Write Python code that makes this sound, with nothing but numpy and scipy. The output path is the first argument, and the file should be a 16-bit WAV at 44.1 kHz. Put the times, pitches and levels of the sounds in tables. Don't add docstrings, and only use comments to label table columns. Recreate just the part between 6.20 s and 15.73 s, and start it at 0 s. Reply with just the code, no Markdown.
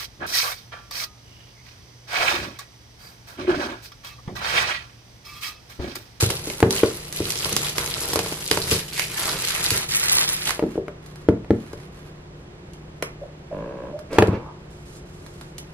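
import sys
import numpy as np
from scipy import signal
from scipy.fft import rfft, irfft, next_fast_len
from scipy.io import wavfile
from scipy.ndimage import uniform_filter1d

SR = 44100
rng = np.random.default_rng(int(sys.argv[2]) if len(sys.argv) > 2 else 0)


def generate_wav(signal):
    frames = np.transpose(np.atleast_2d(signal))
    scaled = np.clip(frames, -1, 1) * 32767
    pcm = np.round(scaled).astype(np.int16)
    wavfile.write(sys.argv[1], SR, pcm)


N = 420273
T = np.arange(N) / SR
RING = T[:SR // 2]
RING_HZ = np.arange(len(RING) // 2 + 1) * SR / len(RING)
PUT_ASIDE_S = 4.38

# [f/Hz, level/dB]
CREASE_COLOUR = [(900, -22), (2000, -2.5), (3000, -2), (4100, 0.5), (6200, -3), (8500, -4.5), (11000, -2),
                 (12500, -4.5), (14000, -22), (15500, -52)]
# [f/Hz, level/dB]
FOLD_COLOUR = [(300, -8.5), (600, 0.5), (1000, 3.5), (1400, 3.5), (2000, -5.5), (3000, -17), (6000, -42.5)]
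# [t/s, level/dB before the gain of clicks(), body re treble/dB before its
# body_db, ring of the buckling facet f/Hz]
FILM_SNAPS = [(0.1026, -13, -9, 2960), (0.2999, -13.5, -11, 2300), (0.4032, -13, -8, 1740),
              (0.507, -6, -19, 3960), (0.5761, -18, -20, 10100), (0.9258, -15, -34, 5850),
              (1.104, -10, -24, 4400), (1.156, -14.5, -14, 4200), (1.245, -19, -19.5, 4700),
              (1.257, -19, -2.5, 2320), (1.365, -2, -15, 5410), (1.494, -17, -29, 3860),
              (1.5817, -7, -10.5, 2220), (1.6754, -16.5, -9, 2850), (1.933, -12, -5.5, 4300),
              (1.958, -7, -2, 4100), (1.9908, -6, -6.5, 2540), (2.0609, -19.5, -2, 4000),
              (2.3129, -2, -5, 3300), (2.373, -12, 0, 2270), (2.5221, -12, -8, 4170),
              (2.7782, -18, -6, 2310), (2.795, -8, -4.5, 2320), (2.8205, -16, -17, 2500),
              (2.983, -15, -18, 3150), (3.285, -8, -15.5, 5450), (3.3502, -15, -23, 3100),
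              (3.505, -5.5, -16, 4260), (3.5743, -10.5, -14, 4000), (3.7897, -15, -22, 2050),
              (3.8586, -17, -12, 2200), (4.2748, -11.5, -19, 3950), (4.2933, -13, -1, 3900),
              (4.3065, -9.5, -4, 2200)]
# [t/s, level/dB, centre of the blow f/Hz, desk thump/dB and card clack/dB before
BOX_KNOCKS = [(0.026, -14.5, 355, 1.5, -21, 1.1), (0.273, -20, 342, -34, -27, 1.1),
              (0.427, -1, 368, -12, -4.5, 1.35), (0.633, -2, 420, -22, -5, 0.8),
              (1.004, -13, 360, -13.5, -33, 0.77), (1.326, -21.5, 220, -13, -14, 1),
              (1.971, -19, 500, -21.5, -3.5, 0.8), (2.122, -21, 410, -23, -5, 0.36),
              (2.518, -13.5, 397, -7, -17, 0.93), (3.516, -21.5, 376, -3, -16, 1.3),
              (4.393, -16.5, 590, -26, 1.5, 0.56), (4.4249, -10, 350, -41, -17, 0.39),
              (4.438, -9.5, 290, -28, -32, .8), (4.463, -17.5, 302, -34, -33, 0.55),
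              (4.556, -19, 364, -30, -14, 1), (4.578, -11, 444, -23, -28, 0.82),
              (4.681, -22, 620, -22, -2, 0.81), (5.0869, 0.5, 324, -16.5, -15, 0.98),
              (5.245, -34, 600, -24, -2, 0.5), (5.3058, -2, 286, -15.5, -17, 0.96),
              (5.533, -24, 556, -15, -7, 0.81), (6.825, -21.5, 530, -23, 5, 0.62),
              (7.9844, -1, 420, -16, 2, 0.54), (7.993, -8, 260, -13, -24, .5),
              (8.0227, -3, 480, -20, -3, 0.45), (8.082, -9, 260, -6, -20, 0.88),
              (8.132, -18, 330, -9, -13, 1.3)]
# [f/Hz, level/dB]
SCRAPE_COLOUR = [(70, -6), (130, 2), (250, -3), (500, 4), (700, -5.5), (1050, -12), (1400, -13),
                 (2300, -16.5), (5000, -31), (12000, -56)]


def undb(db):
    return 10 ** (np.asarray(db) / 20)


def unit(x):
    return x / np.sqrt(np.mean(x ** 2) + 1e-18)


def crest(x):
    return x / np.abs(x).max()


def curve(table, axis):
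    rows = np.array(table)
    return np.interp(T, rows[:, 0], rows[:, axis])


def during(table):
    inside = (T >= table[0][0]) & (T <= table[-1][0])
    return uniform_filter1d(1. * inside, SR // 50)


def at(points, hz):
    f, value = np.transpose(points)
    return np.interp(np.log(hz + 1e-9), np.log(f), value)


def colour(x, points, size=4096):
    gain = undb(at(points, np.arange(size // 2 + 1) * SR / size))
    cepstrum = irfft(np.log(gain))
    cepstrum[1:size // 2] *= 2
    cepstrum[size // 2 + 1:] = 0
    response = irfft(np.exp(rfft(cepstrum)))
    return signal.fftconvolve(x, response)[:len(x)]


def fade(t60):
    return np.exp(-np.log(1000) * RING / max(t60, 1e-4))


def burst(t60):
    return rng.standard_normal(len(RING)) * fade(t60)


def add(track, s, sound):
    i = max(int(s * SR), 0)
    track[i:i + len(sound)] += sound[:N - i]


def walk(rate):
    k = int(SR / rate)
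    steps = np.repeat(rng.standard_normal(N // k + 1), k)
    return 1.3 * uniform_filter1d(uniform_filter1d(steps, k), k)[:N]


def slips(rate, spread_db):
    size = undb(spread_db * np.minimum(rng.exponential(size=N), 4))
    return unit((rng.random(N) < rate / SR) * size * rng.choice([-1, 1], N))


def effort(moves):
    attack_s, release_t60_s = 0.0067, 0.18
    power = np.zeros(N)
    for s, length, db in moves:
        swell = np.clip((T - s) / attack_s, 0, 1)
        release = np.exp(-np.log(1000) * np.clip((T - s - length) / release_t60_s, 0, 2))
        power += (undb(db) * swell * release) ** 2
    return power


def blow(smear_s, shiver_db, shiver_t60):
    knots = np.geomspace(200, SR / 2, 28)
    delay = smear_s * (.5 + np.interp(RING_HZ, knots, rng.exponential(size=len(knots))))
    phase = 2 * np.pi * np.cumsum(delay) * RING_HZ[1]
    crack = irfft(np.exp(-1j * phase), len(RING)) * fade(.1)
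    shiver = burst(shiver_t60) * (1 - np.exp(-RING / smear_s))
    return crack + undb(shiver_db) * shiver / np.linalg.norm(shiver)


def ring(modes, weights, scatter, rise_s):
    waves = []
    for hz, db, t60 in modes:
        pitch = hz * (1 + scatter * rng.standard_normal())
        waves.append(undb(db) * fade(t60) * np.sin(2 * np.pi * pitch * RING))
    total = (np.reshape(weights, (-1, 1)) * waves).sum(axis=0)
    return crest(total * (1 - np.exp(-RING / rise_s)))


def crinkle():
    # [t/s, length/s, level/dB, low folds and drag re that level/dB]
    pull_moves = [(0.0, 0.045, -28, 1), (0.085, 0.015, -29, 6), (0.12, 0.048, -48, 17),
                  (0.235, 0.11, -44, 3), (0.5, 0.087, -33.5, 5), (0.62, 0.14, -42.5, 4),
                  (0.925, 0.088, -38, 1), (1.04, 0.19, -37, 4), (1.24, 0.26, -35, 5.5),
                  (1.55, 0.41, -36.5, 6), (1.88, 0.2, -37, 2.5), (2.08, 0.098, -40, 5),
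                  (2.2, 0.1, -41.5, 2.5), (2.305, 0.25, -35.5, 2.5), (2.46, 0.15, -35, -16),
                  (2.5, 0.047, -28, 2.5), (2.725, 0.041, -36, -5.5), (2.775, 0.076, -35.5, -1.5)]
    # [t/s, length/s, level/dB, low folds and drag re that level/dB]
    squeeze_moves = [(2.893, 0.15, -37.5, 1), (2.97, 0.19, -33.5, 6), (3.182, 0.056, -36.5, -1.5),
                     (3.234, 0.078, -32.5, -4), (3.333, 0.081, -34, 2.5), (3.427, 0.18, -30, -0.5),
                     (3.684, 0.23, -33.5, -6), (3.901, 0.13, -31.5, 3), (4.075, 0.053, -33, 0),
                     (4.143, 0.15, -38.5, -19), (4.256, 0.04, -30, 0.5)]
    # [f/Hz, level/dB]
    wad_colour = [(700, -15), (1400, -3.5), (1800, -0.5), (2300, -1.5), (2900, -7.5), (4000, -11),
                  (8000, -41)]
    # [f/Hz, level/dB]
    drag_colour = [(50, -11), (110, 5), (190, 0), (250, -6.5), (380, 3), (520, 3.5), (720, -13),
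                   (1500, -51.5)]
    slack_db = -46.5
    pop_db = -6.5

    pull, squeeze = [effort([(s, length, db) for s, length, db, low in moves])
                     for moves in (pull_moves, squeeze_moves)]
    low_pull, low_squeeze = [effort([(s, length, db + low) for s, length, db, low in moves])
                             for moves in (pull_moves, squeeze_moves)]
    slack = undb(slack_db) ** 2 * uniform_filter1d(1. * (T < PUT_ASIDE_S), SR // 50).clip(0)

    def drive(pulling, pull_db, squeezing, squeeze_db):
        return np.sqrt((pulling + slack) * undb(pull_db) ** 2 + squeezing * undb(squeeze_db) ** 2)

    avalanche = unit(undb(2.5 * walk(170) + 1.6 * walk(30)))
    creases = slips(rate=3600, spread_db=4.5) * avalanche
    high = creases
    for hz in 2500 * 1.7 ** np.arange(4):
        band = signal.lfilter(*signal.iirpeak(hz, 2, SR), slips(rate=1200, spread_db=4.5))
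        high = high + 1.44 * band * unit(undb(3 * walk(110) + 1.5 * walk(25)))
    high = unit(unit(colour(high, CREASE_COLOUR)) + undb(pop_db) * pops())
    high = high * np.sqrt(pull + squeeze + slack)

    wad = unit(colour(creases + 1.6 * slips(rate=1000, spread_db=1.5) * avalanche, wad_colour))
    folds = unit(colour(creases + 1.46 * slips(rate=900, spread_db=4.0) * avalanche, FOLD_COLOUR))
    drag = unit(colour(slips(rate=600, spread_db=5.5), drag_colour))
    low = wad * drive(pull, -8.5, squeeze, -3)
    low = low + folds * drive(low_pull, -10.5, low_squeeze, -9)
    low = low + drag * drive(low_pull, -8, low_squeeze, -13.5)
    return high, low


def pops():
    tries_per_s, spread_db, middle_hz = 70, 4, 3580
    out, flurry = np.zeros(N), walk(16)
    for when, pitch, size, luck in rng.random((int(tries_per_s * PUT_ASIDE_S), 4)):
        s = when * PUT_ASIDE_S
        hz = min(middle_hz * 2.2 ** (2 * pitch - 1), SR / 4)
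        tint = signal.iirpeak(hz, 1.1, SR)
        pop = crest(signal.lfilter(*tint, burst(0.0035)[:SR // 50]))
        sounds = flurry[int(s * SR)] > luck - .5
        add(out, s, pop * undb(spread_db * min(-np.log(size), 2)) * sounds)
    out = colour(out, CREASE_COLOUR)
    return out / np.sqrt(np.mean(out[T < PUT_ASIDE_S] ** 2))


def clicks(table, smear_s, shiver_db, shiver_t60, gain_db, body_db):
    facet_db = -7
    out = np.zeros(N)
    for s, db, body, hz in table:
        push = blow(smear_s, shiver_db, shiver_t60)
        broad = crest(colour(push, CREASE_COLOUR))
        bright = crest(broad + undb(facet_db) * crest(facet(push, hz)))
        low = crest(colour(blow(smear_s, shiver_db, shiver_t60), FOLD_COLOUR))
        add(out, s, undb(db + gain_db) * (bright + undb(body + body_db) * low))
    return out


def facet(x, hz):
    sharpness = 2.6
    return signal.lfilter(*signal.iirpeak(min(hz, SR / 3), sharpness, SR), x)


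def knocks(reach=0.38, panel_db=1, hollow_db=-10, desk_db=4, clack_db=1, low_cut_hz=60):
    # [f/Hz, level/dB, t60/s]
    panel_modes = [(199, -5.5, 0.081), (330.3, 1.5, 0.032), (426, 1, 0.027), (573, -5, 0.016)]
    # [f/Hz, level/dB, t60/s before the ring time factor]
    box_modes = [(185.3, 1.5, 0.2), (221.2, -1, 0.24), (271.7, -2.5, 0.18), (313, -7.5, 0.12),
                 (348.6, -3.5, 0.12), (383.5, -1, 0.23), (436, -0.5, 0.15), (462, -2, 0.12),
                 (526, -2.5, 0.15), (589, 0.5, 0.13)]
    # [f/Hz, level/dB, t60/s]
    desk_modes = [(85.2, -3, 0.092), (102.5, 3, 0.096), (121.8, -11.5, 0.36), (185.8, -17.5, 0.32)]
    # [f/Hz, level/dB]
    card_colour = [(250, -28.5), (500, 2.5), (750, 3), (1400, -3), (2800, -13), (6000, -31.5), (12000, -39)]
    film_free_s = 2.65
    jolt_db, jolt_hz, jolt_thump_db, jolt_clack_db = -6.5, 420, -16, 0

    jolts = [(s, db + body + jolt_db, jolt_hz, jolt_thump_db, jolt_clack_db, 1)
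             for s, db, body, hz in FILM_SNAPS if s < film_free_s]

    def near(modes, hz):
        return 1 / (1 + (np.log(np.array(modes)[:, 0] / hz) / reach) ** 2)

    out = np.zeros(N)
    for s, db, hz, thump, clack, freedom in [*BOX_KNOCKS, *jolts]:
        panel = ring(panel_modes, near(panel_modes, hz), scatter=0.026, rise_s=0.001)
        swing = rng.choice([-1, 1], len(box_modes))
        gripped = np.array(box_modes) * [1, 1, freedom]
        hollow = ring(gripped, swing * near(box_modes, hz), scatter=0.0074, rise_s=0.014)
        desk = ring(desk_modes, 1, scatter=0.013, rise_s=0.0094)
        card = crest(colour(blow(smear_s=0.001007, shiver_db=1, shiver_t60=0.02), card_colour))
        knock = undb(panel_db) * panel + undb(hollow_db) * hollow
        knock = knock + undb(thump + desk_db) * desk + undb(clack + clack_db) * card
        add(out, s, undb(db) * knock)
    return signal.sosfilt(signal.butter(2, low_cut_hz, "high", fs=SR, output="sos"), out)


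def creak(rasp_db=-14, rasp_share=0.12, rub_db=-18):
    # [t/s, slips a second, level/dB]
    creak_path = [(7.32, 53, -34.5), (7.36, 48, -35.5), (7.42, 56, -34.5), (7.52, 64, -37.5),
                  (7.67, 60, -37), (7.70, 81, -40.5), (7.73, 67, -43)]
    # [f/Hz, level/dB, t60/s]
    lid_modes = [(172, -2, 0.056), (306, -5, 0.045), (450, 1, 0.024), (566, 1.5, 0.039), (672, -4, 0.021),
                 (990, -4, 0.02), (1630, -11, 0.013), (2610, -9.5, 0.0037)]
    phase = np.cumsum(curve(creak_path, 1) * (1 + .025 * walk(60))) / SR
    jerks = unit(np.diff(np.floor(phase), prepend=0) * undb(1.1 * walk(60)))
    rasp = unit(rng.standard_normal(N) * np.exp(-(phase % 1) / rasp_share))
    swing = (-1) ** np.arange(len(lid_modes))
    lid = ring(lid_modes, swing, scatter=0.0027, rise_s=0.00015)
    walls = unit(signal.fftconvolve(jerks + undb(rasp_db) * rasp, lid)[:N])
    rub = unit(colour(rng.standard_normal(N), SCRAPE_COLOUR))
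    return (walls + undb(rub_db) * rub) * undb(curve(creak_path, 2)) * during(creak_path)


def slide():
    # [t/s, level/dB]
    slide_path = [(7.89, -48), (7.925, -28.5), (8.05, -40), (8.15, -32.5), (8.21, -52), (8.3, -64)]
    grip = slips(rate=3700, spread_db=3.0) * undb(2.3 * walk(70))
    return unit(colour(grip, SCRAPE_COLOUR)) * undb(curve(slide_path, 1)) * during(slide_path)


def skid():
    # [t/s, length/s, level/dB]
    skid_moves = [(7.99, 0.18, -39.5), (8.2, 0.12, -48.5)]
    # [f/Hz, level/dB]
    skid_colour = [(400, -18), (700, -3), (1000, 8), (1400, -7), (2200, -25), (5000, -48)]
    chatter = slips(rate=2200, spread_db=3.0) * undb(3.5 * walk(60))
    return unit(colour(chatter, skid_colour)) * np.sqrt(effort(skid_moves))


def squeaks():
    # [t/s, length/s, f/Hz, level/dB, roughness 0-1]
    squeak_table = [(2.75, 0.1, 2330, -34, 0.13), (3.699, 0.098, 2000, -40, 0.15),
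                    (7.008, 0.043, 581, -35, 0.13), (7.306, 0.04, 581, -31, 0.09),
                    (7.722, 0.07, 601, -32.5, 0.08)]
    out = np.zeros(N)
    for s, length, hz, db, rough in squeak_table:
        n = int(length * SR)
        waver = walk(600)[:n]
        turn = 2 * np.pi * np.cumsum(hz * (1 + rough * (waver - waver.mean()))) / SR
        tone = np.sqrt(2) * signal.windows.tukey(n, .7) * np.sin(turn)
        add(out, s, undb(db) * tone)
    return out


def brush():
    # [t/s, length/s, level/dB]
    brush_moves = [(4.4, 0.16, -52), (4.82, 0.2, -59.5), (5.32, 0.34, -57), (5.72, 0.17, -56),
                   (9.02, 0.61, -67)]
    # [f/Hz, level/dB]
    skin_colour = [(500, -32), (1000, 1), (2300, -7.5), (4500, -11.5), (8000, -16.5), (11500, -16.5),
                   (15000, -33)]
    holding_db = -67
    pressure = np.sqrt(effort(brush_moves) + undb(holding_db) ** 2 * (T > PUT_ASIDE_S))
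    grains = slips(rate=4700, spread_db=5.5) * undb(2 * walk(35))
    return unit(colour(grains, skin_colour)) * pressure


def swishes():
    # [t/s, length/s, level/dB]
    swish_moves = [(7.91, 0.041, -51), (8.5, 0.14, -62.5), (8.65, 0.12, -55.5), (8.85, 0.44, -61.5)]
    # [f/Hz, level/dB]
    swish_colour = [(1000, -9), (2500, -3), (4500, 2), (8000, 0.5), (11500, -5), (14000, -18)]
    grains = slips(rate=7200, spread_db=4.5) * undb(1.4 * walk(30))
    return unit(colour(grains, swish_colour)) * np.sqrt(effort(swish_moves))


def room_tone():
    # [f/Hz, relative level per Hz/dB]
    air_colour = [(25, -13), (54, -1.5), (101, -5.5), (154, -4.5), (237, -13), (354, -9.5), (811, -21.5),
                  (1350, -26.5), (4870, -40), (8550, -49), (11200, -71), (15000, -95)]
    # [f/Hz, level/dB]
    fan_hum = [(150.7, -47), (183, -55), (355.3, -55.5)]
    air_db = -43
    air = np.array([unit(colour(rng.standard_normal(N), air_colour)) for _ in range(2)]) * undb(air_db)
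    for hz, db in fan_hum:
        tone = np.sin(2 * np.pi * hz * T + 0.55 * walk(12))
        air[0] += np.sqrt(2) * undb(db + 2 * walk(8.2)) * tone
    return air


def room(x, wet_db, side_db, bearing):
    # [f/Hz, t60/s]
    room_decay = [(150, 0.37), (500, 0.37), (2000, 0.3), (6000, 0.18), (14000, 0.16)]
    centres = 125 * 2. ** np.arange(8)
    tails = np.zeros((2, len(RING)))
    noise = rfft(rng.standard_normal(tails.shape))
    for centre, share in zip(centres, np.eye(len(centres))):
        band = irfft(noise * at(np.c_[centres, share], RING_HZ), len(RING))
        tails += band * fade(at(room_decay, centre))
    tails *= 1 - np.exp(-RING / 0.0003)
    tails *= undb(wet_db) / np.linalg.norm(tails[0])
    mid, side = signal.fftconvolve(x[None], tails, axes=1)[:, :N]
    difference = bearing * signal.hilbert(x, next_fast_len(N))[:N].imag
    return np.array([x + mid, (difference + side) * undb(side_db)])


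def scene():
    # [t/s, side re mid gain/dB]
    hands = [(0, 1.5), (1.2, -1.5), (2.5, -2), (3.0, -4), (3.5, 1.5), (3.95, 11), (4.4, 1.5)]
    # [t/s, level/dB before the gain of clicks(), body re treble/dB before
    # its body_db, ring f/Hz]
    nail_ticks = [(4.8614, -31, -9, 4660), (4.9575, -34, -1, 4330), (5.5306, -33, -9, 4600),
                  (6.5342, -34.5, -30, 2930), (6.8241, -14, -3, 2400), (7.7905, -34, 4, 4950),
                  (7.93, -25, -8, 4540), (8.0715, -27, -17, 4120), (9.063, -32.5, 3, 4000),
                  (9.2113, -29, 1.5, 3980), (9.3817, -21, -19, 5900)]
    # [f/Hz, gain of the side/dB]
    pair_width = [(60, -41), (200, -13), (380, -10), (700, 0), (1300, 1), (2400, 5), (4400, 4.5), (8000, 7),
                  (13000, 10)]
    contact_db, contact_body_db, contact_hz = -16.5, -1.5, 2760

    high, low = crinkle()
    high = room(high, wet_db=-5, side_db=-0.5, bearing=0.21 + 0.85 * walk(500))
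    high = high * undb(curve(hands, 1) * np.array([[-.5], [.5]]))
    low = room(low, wet_db=-7.5, side_db=-5.5, bearing=-.2 + 1.05 * walk(500))
    snaps = clicks(FILM_SNAPS, smear_s=0.0005, shiver_db=-8.5, shiver_t60=0.017, gain_db=-1.5, body_db=-1)
    contacts = [(s, db + clack + contact_db, contact_body_db, contact_hz)
                for s, db, hz, thump, clack, freedom in BOX_KNOCKS]
    ticks = clicks([*nail_ticks, *contacts], smear_s=0.00055, shiver_db=-1.5, shiver_t60=0.032,
                   gain_db=-2.5, body_db=-1)
    mix = high + low
    mix = mix + room(snaps, wet_db=-6.0, side_db=-3, bearing=-0.71)
    mix = mix + room(knocks(), wet_db=-12.0, side_db=-2.5, bearing=0.41)
    mix = mix + room(ticks + brush() + swishes(), wet_db=-7.5, side_db=4.5, bearing=-0.22)
    tray = creak() + slide() + skid() + squeaks()
    mix = mix + room(tray, wet_db=-6.0, side_db=-2.0, bearing=-0.2)
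    mid, side = mix + room_tone()
    side = colour(side, pair_width)
    return np.array([mid + side, mid - side])


def record(dry):
    # [f/Hz, left minus right/dB]
    capsule_tilt = [(800, 0), (1200, -1), (1900, -3.5), (4200, -1.5), (6000, 0)]
    top_hz = 15600
    heard = []
    for x, sign in zip(dry, (1, -1)):
        heard.append(colour(x, [(hz, sign * db / 2) for hz, db in capsule_tilt]))
    top_cut = signal.ellip(8, .2, 70, top_hz, fs=SR, output="sos")
    return signal.sosfilt(top_cut, np.clip(heard, -1, 1))


dry = scene()
out = record(dry)
generate_wav(out)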